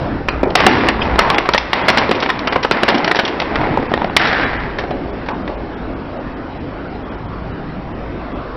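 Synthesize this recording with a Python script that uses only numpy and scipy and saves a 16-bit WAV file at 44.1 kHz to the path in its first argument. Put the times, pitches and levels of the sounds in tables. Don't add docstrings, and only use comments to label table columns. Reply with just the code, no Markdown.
import sys
import numpy as np
from scipy import signal
from scipy.fft import rfft, irfft
from scipy.io import wavfile
from scipy.ndimage import uniform_filter1d

SR = 44100
rng = np.random.default_rng(int(sys.argv[2]) if len(sys.argv) > 2 else 0)


def magnitude_from_level(level_db):
    exponent = np.asarray(level_db, float) / 20
    return 10 ** exponent


def dump_mix(stems):
    frames = np.atleast_2d(stems).T
    limited = np.clip(frames, -1, 1)
    pcm = np.round(limited * 32767).astype(np.int16)
    wavfile.write(sys.argv[1], SR, pcm)


N = 377496


def evened(x):
    return x / np.sqrt(np.mean(x ** 2) + 1e-20)


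def read(points, hz):
    f, value = np.transpose(points)
    return np.interp(np.log(hz + 1), np.log(f + 1), value)


def follow(rows, t):
    s, *columns = np.transpose(rows)
    return [np.interp(t, s, c) for c in columns]


def add(mix, s, sound):
    part = mix[round(s * SR):][:len(sound)]
    part += sound[:len(part)]


def resonate(x, hz, width):
    turn = np.exp(2j * np.pi * np.cumsum(hz * np.ones(len(x))) / SR)
    r = np.exp(-np.pi * width / SR)
    return 2 * (turn * signal.lfilter([1 - r], [1, -r], x / turn)).real


def resonate_twice(x, hz, width):
    return resonate(resonate(x, hz, width), hz, width)


def coloured(x, points, tilt_db, size):
    hz, t, z = signal.stft(x, SR, nperseg=size)
    tilt_db = np.interp(t, np.arange(len(x)) / SR, tilt_db * np.ones(len(x)))
    octaves = np.log2((hz[:, None] + 100) / 1500)
    gain = magnitude_from_level(read(points, hz)[:, None] + octaves * tilt_db)
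    gain = gain / np.sqrt((gain ** 2).mean(0))
    return signal.istft(z * gain, SR, nperseg=size)[1][:len(x)]


# f/Hz, level/dB
SNAP_COLOUR = [(180, -23), (300, 2.5), (758, 7.5), (2200, -1), (3180, -6.5), (3880, -11), (5280, -19.5),
               (5760, -18.5), (7490, -44.5), (12700, -120)]
# f/Hz, width/Hz, level/dB
BODY_THUD = [(219, 110, -6.5), (387, 220, -3.5), (530, 230, -6.5)]


def crack(peak_db, hz, t60, thud_db, tilt_db, noise, ring_db, sharpness):
    t = np.arange(len(noise)) / SR
    fade = magnitude_from_level(-60 * t / np.clip(t60, .01, .3))
    rise_s = 0.0011 * magnitude_from_level(-min(tilt_db, 0))
    fade *= 1 - np.exp(-t / rise_s)
    ragged_db = 3.0 * evened(uniform_filter1d(noise[::-1], size=60))
    fade *= magnitude_from_level(ragged_db)
    snap = evened(coloured(noise, SNAP_COLOUR, tilt_db, size=256) * fade)
    ring = resonate(resonate(noise * fade, hz, hz / sharpness), hz, hz / 2)
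    snap += magnitude_from_level(ring_db) * evened(ring)
    push = noise * magnitude_from_level(-60 * t / 0.0074)
    thud = sum(magnitude_from_level(db) * resonate(resonate(push, f, w), f, w) for f, w, db in BODY_THUD)
    thud_gain = magnitude_from_level(min(thud_db, -7))
    return magnitude_from_level(peak_db) * (snap / abs(snap).max() + thud_gain * thud / abs(thud).max())


# t/s, peak level/dB, ring f/Hz, brightness/(dB per octave)
SNAPS = [(.285, 1.5, 2574, 1.5), (.553, 7, 716, 6), (.635, -1, 1116, -1.5), (.677, -5, 726, -3),
         (.886, 4, 1755, 3), (1.02, -3, 970, 13), (1.19, 5.5, 1270, 6), (1.301, 2, 1035, 3.5),
         (1.344, -2.5, 762, 2), (1.382, 3, 788, 4), (1.455, -6.5, 735, 0.5), (1.535, 1, 860, 9.5),
         (1.578, 2, 870, 8.5), (1.731, 2.5, 1900, 5.5), (2.301, 3, 1875, 4.5), (2.39, -6.5, 1060, 7.5),
         (2.558, 1.5, 1073, -3.5), (2.647, .5, 1310, -2.5), (2.719, -5, 856, 10), (3.077, -1.5, 660, 3),
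         (3.112, 1.5, 1900, 3.5), (3.147, -1, 870, 2), (3.278, -7.5, 810, 6), (3.417, -5, 795, 2),
         (3.556, -2.5, 1900, 3.5), (4.165, 7.5, 2020, 6), (4.214, -10.5, 1834, 11.5), (4.328, -4.5, 750, 2),
         (4.836, -10.5, 670, -4.5), (5.286, -6.5, 910, -0.5)]
# t/s, peak level/dB, ring f/Hz, brightness/(dB per octave)
TEARS = [(1.275, -23, 884, 6), (1.546, 3.5, 1830, 0.5), (1.883, 4, 642, 4.5), (1.972, 2.5, 854, 3.5),
         (2.111, 0, 710, 3), (2.15, -11, 940, 4), (2.224, -2.5, 974, 3.5), (2.29, -2, 1020, 2),
         (2.472, -3, 1340, 4), (2.523, -2.5, 711, 2.5), (2.629, -7, 983, 7.5), (2.88, 0.5, 977, 3.5),
         (2.886, 2.5, 626, 4.5), (3.164, -3.5, 737, 5), (3.189, 0, 1433, 3), (3.611, -16, 1030, 3.5),
         (4.25, -4.5, 1330, 3.5), (4.272, -10, 2000, 10), (4.785, -6.5, 1795, 3.5), (5.494, -12, 850, -9)]
# t/s, peak level/dB, ring f/Hz, brightness/(dB per octave)
CAVES = [(.503, -14, 647, 4.5), (.601, -0.5, 651, 1), (.665, 13, 790, 2), (.834, -12, 780, -7.5),
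         (1.157, -6, 700, 1.5), (1.489, 2.5, 975, 1), (1.901, 2.5, 966, 5), (1.981, -4, 943, 11),
         (2.202, -11.5, 905, 18), (2.26, -3.5, 963, 0), (2.711, 6, 1393, 3.5), (2.832, 2, 580, 2),
         (2.902, -3.5, 960, 3.5), (2.98, -11.5, 1290, 11.5), (3.044, -2, 2360, 8), (3.156, -6, 976, 7.5),
         (3.251, -7, 3170, 10), (3.4, -4, 920, 7.5), (3.938, 1.5, 1850, 0), (4.634, -14.5, 830, -1),
         (5.477, -13.5, 1970, 1.5)]
# t/s, peak level/dB, ring f/Hz, brightness/(dB per octave)
TICKS = [(.4305, 0.5, 464, -4.5), (2.093, -1.5, 366, 2), (3.234, -9, 340, -5.5), (3.773, -1.5, 886, -2.5),
         (3.797, -10, 378, -9.5), (3.826, -9.5, 500, -2), (3.916, -3, 666, -5), (3.976, -3, 706, -1),
         (4.017, -3.5, 856, -2), (4.044, -2.5, 750, -1.5), (4.072, -12, 840, -8.5), (4.097, -9.5, 812, -2)]
# t/s, peak level/dB, ring f/Hz, brightness/(dB per octave)
KNOCKS = [
    (.432, -2.5, 288, -2.5),
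    (.447, -19, 493, -13),
    (.463, -10.5, 376, -10),
    (2.944, -5, 270, 5),
    (4.907, -10.5, 664, 1),
    (5.26, -25, 375, 5),
    (5.292, -19, 864, -7),
    (5.304, -18, 970, 0.5),
    (5.508, -23.5, 814, -11),
]
# t/s, peak level/dB, ring f/Hz, brightness/(dB per octave)
PINGS = [
    (.286, -13, 2810, 9.5),
    (.288, -15, 4450, 3),
    (1.01, -25, 3300, 14),
    (1.016, -9, 2630, 5),
    (3.236, -11, 306, -1),
]
# events, t60/s, thud level against the snap/dB, ring level/dB, sharpness of the ring
KINDS = [
    (SNAPS, 0.031, -17.5, -8, 11),
    (TEARS, 0.06, -8.5, -9.5, 15),
    (CAVES, 0.025, -11, -9.5, 12),
    (TICKS, .011, -8, -0.96, 2.5),
    (KNOCKS, 0.065, -3.5, 5.1, 2.8),
    (PINGS, 0.027, -12.5, 13, 3.4),
]


def cracks():
    shorter_db = 0.22
    out = np.zeros(N)
    for table, t60, thud_db, ring_db, sharpness in KINDS:
        noises = rng.standard_normal((len(table), 5000))
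        for (s, db, hz, tilt_db), noise in zip(table, noises):
            break_t60 = t60 * magnitude_from_level(-shorter_db * db)
            add(out, s, crack(db, hz, break_t60, thud_db, tilt_db, noise, ring_db, sharpness))
    return out


def yard(x, t60=0.44, wet_db=-11.5):
    taps = np.zeros(SR // 2)
    at = np.arange(200, len(taps) - 20, 20)
    taps[at + rng.integers(0, 20, len(at))] = rng.choice([-1., 1.], len(at))
    taps *= magnitude_from_level(-60 * np.arange(len(taps)) / SR / t60)
    return x + magnitude_from_level(wet_db) * signal.fftconvolve(x, taps / np.linalg.norm(taps))[:N]


# start t/s, length/s, level/dB, brightness/(dB per octave), ring f/Hz
BURSTS = [(0.279, .14, -23, 0.5, 1300), (0.456, .08, -18.5, -3, 774), (0.568, .34, -16, 7, 1045),
          (0.876, 0.035, -20, 2, 1195), (1.185, 0.048, -12.5, 4.3, 1047), (1.246, .16, -16, 3, 974),
          (1.384, 0.99, -26, 5.5, 1100), (1.742, 0.18, -18, 4.8, 913), (2.109, 0.19, -24, 3.5, 1040),
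          (2.713, 0.16, -16.5, 4, 1002), (2.888, 0.24, -16.5, 2.5, 865), (3.163, 0.9, -25.5, 4.5, 996),
          (4.196, 0.27, -15.5, 6.5, 1555), (4.808, 0.051, -28.5, 2, 1506), (4.87, 0.5, -34.5, 1.5, 800)]
# middle t/s, length/s, level/dB, brightness/(dB per octave), ring f/Hz
SQUEEZES = [
    (1.098, 0.29, -20, 2.1, 968),
    (1.997, 0.14, -16.5, 4.5, 1114),
    (2.504, 0.25, -23, 2, 1017),
    (3.644, 0.21, -19.5, 1.4, 868),
    (4.45, 0.34, -21, 4.5, 1800),
    (4.095, 0.04, -39.5, 10, 760),
]


def pressure(t):
    shapes = []
    for s, length, db, *_ in BURSTS:
        sag_db = -4 * (t - s) / length
        release_db = -20 * np.maximum(t - s - length, 0) / 0.02
        shapes.append(magnitude_from_level(db + sag_db + release_db) * (t > s))
    for s, length, db, *_ in SQUEEZES:
        shapes.append(magnitude_from_level(db) * np.exp(-2 * ((t - s) / length) ** 2))
    power = np.array(shapes) ** 2 + 1e-12
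    total = power.sum(0)
    tilt_db, hz = np.array(BURSTS + SQUEEZES)[:, 3:].T @ power / total
    return np.sqrt(total), tilt_db, hz


# f/Hz, level/dB
GRIT_COLOUR = [(88, -24.5), (150, 8), (593, 2), (908, 3), (996, -2.5), (2040, -5), (2770, -16), (4870, -31),
               (5760, -40), (7490, -59.5), (12700, -120)]


def crunch(clump_db=0.15, width=450):
    level, tilt_db, hz = pressure(np.arange(N) / SR)
    ring_db = -13 + 0.19 * tilt_db
    chance, size = rng.random(N), rng.exponential(1, N)
    sign, clump = rng.standard_normal(N), rng.standard_normal(N)
    grains = (chance < 9000 / SR) * magnitude_from_level(2.5 * np.minimum(size, 4)) * sign
    grains *= magnitude_from_level(clump_db * evened(uniform_filter1d(clump, size=500)))
    ring = evened(resonate(resonate(grains, hz, width), hz, 2 * width))
    body = evened(coloured(grains, GRIT_COLOUR, tilt_db, size=512)) + magnitude_from_level(ring_db) * ring
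    return level * body / np.sqrt(1 + magnitude_from_level(2 * ring_db))


# start t/s, length/s, level/dB, f/Hz
CREAKS = [
    (0.304, 0.086, -31, 1280),
    (1.204, 0.29, -19.5, 948),
    (2.57, 0.11, -31, 1020),
    (5.283, 0.097, -27.5, 910),
]


def creaks(width=300):
    out = np.zeros(N)
    noises = rng.standard_normal((len(CREAKS), SR // 2))
    for (s, length, db, hz), noise in zip(CREAKS, noises):
        u = np.minimum(np.arange(len(noise)) / SR / length, 1)
        swell = np.sin(np.pi * u ** .6)
        add(out, s, magnitude_from_level(db) * swell * evened(resonate_twice(noise, hz, width)))
    return out


def engine(hz):
    shake, air = rng.standard_normal((N, 2)).T
    hum = evened(resonate_twice(shake, hz, 18.0))
    rumble = evened(resonate_twice(air, 24, 56))
    return hum + magnitude_from_level(-5.0) * rumble


# f/Hz, level/dB
WASH_COLOUR = [(47, -19), (80, -6), (108, -5), (210, -7), (261, -1), (360, -4.5), (393, -6), (638, -9),
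               (1150, -15.5), (1400, -16.5), (4650, -38), (5760, -43.5), (7490, -74.5), (12700, -120)]


def street_wash(hum_db, patchy_db=2.1):
    a, b, patches = rng.standard_normal((N // 256 + 5, 513, 3)).T
    patches = uniform_filter1d(patches, size=6, axis=0)
    patches = evened(uniform_filter1d(patches, size=16, axis=1))
    colour_db = read(WASH_COLOUR, np.fft.rfftfreq(1024, 1 / SR))[:, None]
    z = (a + 1j * b) * magnitude_from_level(colour_db + patchy_db * patches)
    wash = evened(signal.istft(z, nperseg=1024, noverlap=768)[1][:N])
    low = signal.sosfiltfilt(signal.butter(2, 170, fs=SR, output="sos"), wash)
    return wash + low * (magnitude_from_level(0.5 * (hum_db + 41.5)) - 1)


# t/s, street wash level/dB, engine level/dB, engine hum f/Hz
CAR = [(0., -18.5, -40, 45), (.4, -30.5, -29, 52.9), (.7, -13, -40.5, 58.6), (1.1, -22.5, -30, 51.3),
       (1.6, -28, -40, 55.7), (2.0, -17.5, -47.5, 56.4), (2.6, -27.5, -42, 51), (3.35, -22.5, -51, 54.8),
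       (3.6, -23, -34, 51.8), (4.29, -21, -40, 52.7), (4.6, -25.5, -35.5, 48.6), (5.6, -25.5, -38.5, 51.1),
       (6.4, -27, -41.5, 50.7), (7.45, -27, -38, 54), (8.56, -26.5, -39.5, 50.9)]


def background():
    wash_db, hum_db, hz = follow(CAR, np.arange(N) / SR)
    return magnitude_from_level(wash_db + 0.5) * street_wash(hum_db) + magnitude_from_level(hum_db + 5.0) * engine(hz)


# start t/s, end t/s, f/Hz, width/Hz, level/dB
SWELLS = [
    (5.7, 6.7, 263, 25, -35.),
    (7.1, 7.6, 112, 25, -33.),
    (7.1, 8.2, 165, 60, -33.),
    (8.12, 8.9, 1150, 350, -36.),
    (.8, 1.25, 60, 8, -27.),
    (3.3, 3.8, 57, 9, -33.),
]


def traffic():
    t, out = np.arange(N) / SR, np.zeros(N)
    noises = rng.standard_normal((len(SWELLS), N))
    for (start, end, hz, width, db), noise in zip(SWELLS, noises):
        swell = np.sin(np.pi * np.clip((t - start) / (end - start), 0, 1))
        out += magnitude_from_level(db) * swell * evened(resonate_twice(noise, hz, width))
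    return out


def ducked(x, loud):
    from_db, share, recovery_db_per_s = -23, 0.19, 61
    power_db = 10 * np.log10(abs(uniform_filter1d(loud ** 2, size=800)) + 1e-12)
    fall = np.arange(N) * recovery_db_per_s / SR
    held_db = np.maximum.accumulate(power_db + fall) - fall
    over_db = np.maximum(held_db - from_db, 0)
    return x * magnitude_from_level(-share * uniform_filter1d(over_db, size=400))


def scene():
    breaks = yard(cracks())
    behind = ducked(background() + traffic(), breaks)
    return (breaks + crunch() + behind + creaks())[None]


# t/s, f above which little survives/Hz
THIN_MOMENTS = [(.306, 3200), (.455, 2100), (.461, 2100), (1.022, 3000), (1.369, 3100), (1.834, 2750),
                (2.497, 2400), (3.882, 2450), (4.093, 3300), (4.457, 2450), (4.584, 2600), (4.93, 3500),
                (5.119, 2250), (5.332, 2500), (5.438, 2800), (5.567, 2300), (5.759, 2600), (5.95, 2600),
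                (6.187, 2700), (6.355, 2500), (6.592, 2400), (6.889, 2800), (7.04, 2600), (7.104, 2400),
                (7.166, 2700), (7.275, 2400), (7.423, 3600), (7.529, 2700), (7.935, 2250), (8.34, 2800)]


def thinned(x, count=7):
    length_s = .04
    out = x.copy()
    for s, edge_hz in THIN_MOMENTS:
        start, n = round((s - length_s / 2) * SR), round(length_s * SR)
        window = np.sin(np.pi * np.arange(n) / n)
        z, hz = rfft(x[start:start + n] * window), np.fft.rfftfreq(n, 1 / SR)
        high = abs(z) * (hz > edge_hz) * np.sqrt(hz)
        change = np.where(high < np.sort(high)[-count], -.92, .8)
        out[start:start + n] += irfft(z * (hz > edge_hz) * change, n) * window
    return out


def roll_off(x):
    return signal.sosfilt(signal.butter(12, 16300, fs=SR, output="sos"), x)


def record(dry):
    edge = signal.firwin(201, 5790, window=("kaiser", 10), fs=SR)
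    slowed = thinned(signal.oaconvolve(dry[0], edge, "same"))
    overloaded = np.clip(slowed, -.995, .995)
    top = signal.firwin(151, 16300, window=("kaiser", 8), fs=SR)
    mix = signal.oaconvolve(overloaded, top, "same")
    return roll_off(mix[None])


dry = scene()
out = record(dry)
dump_mix(out)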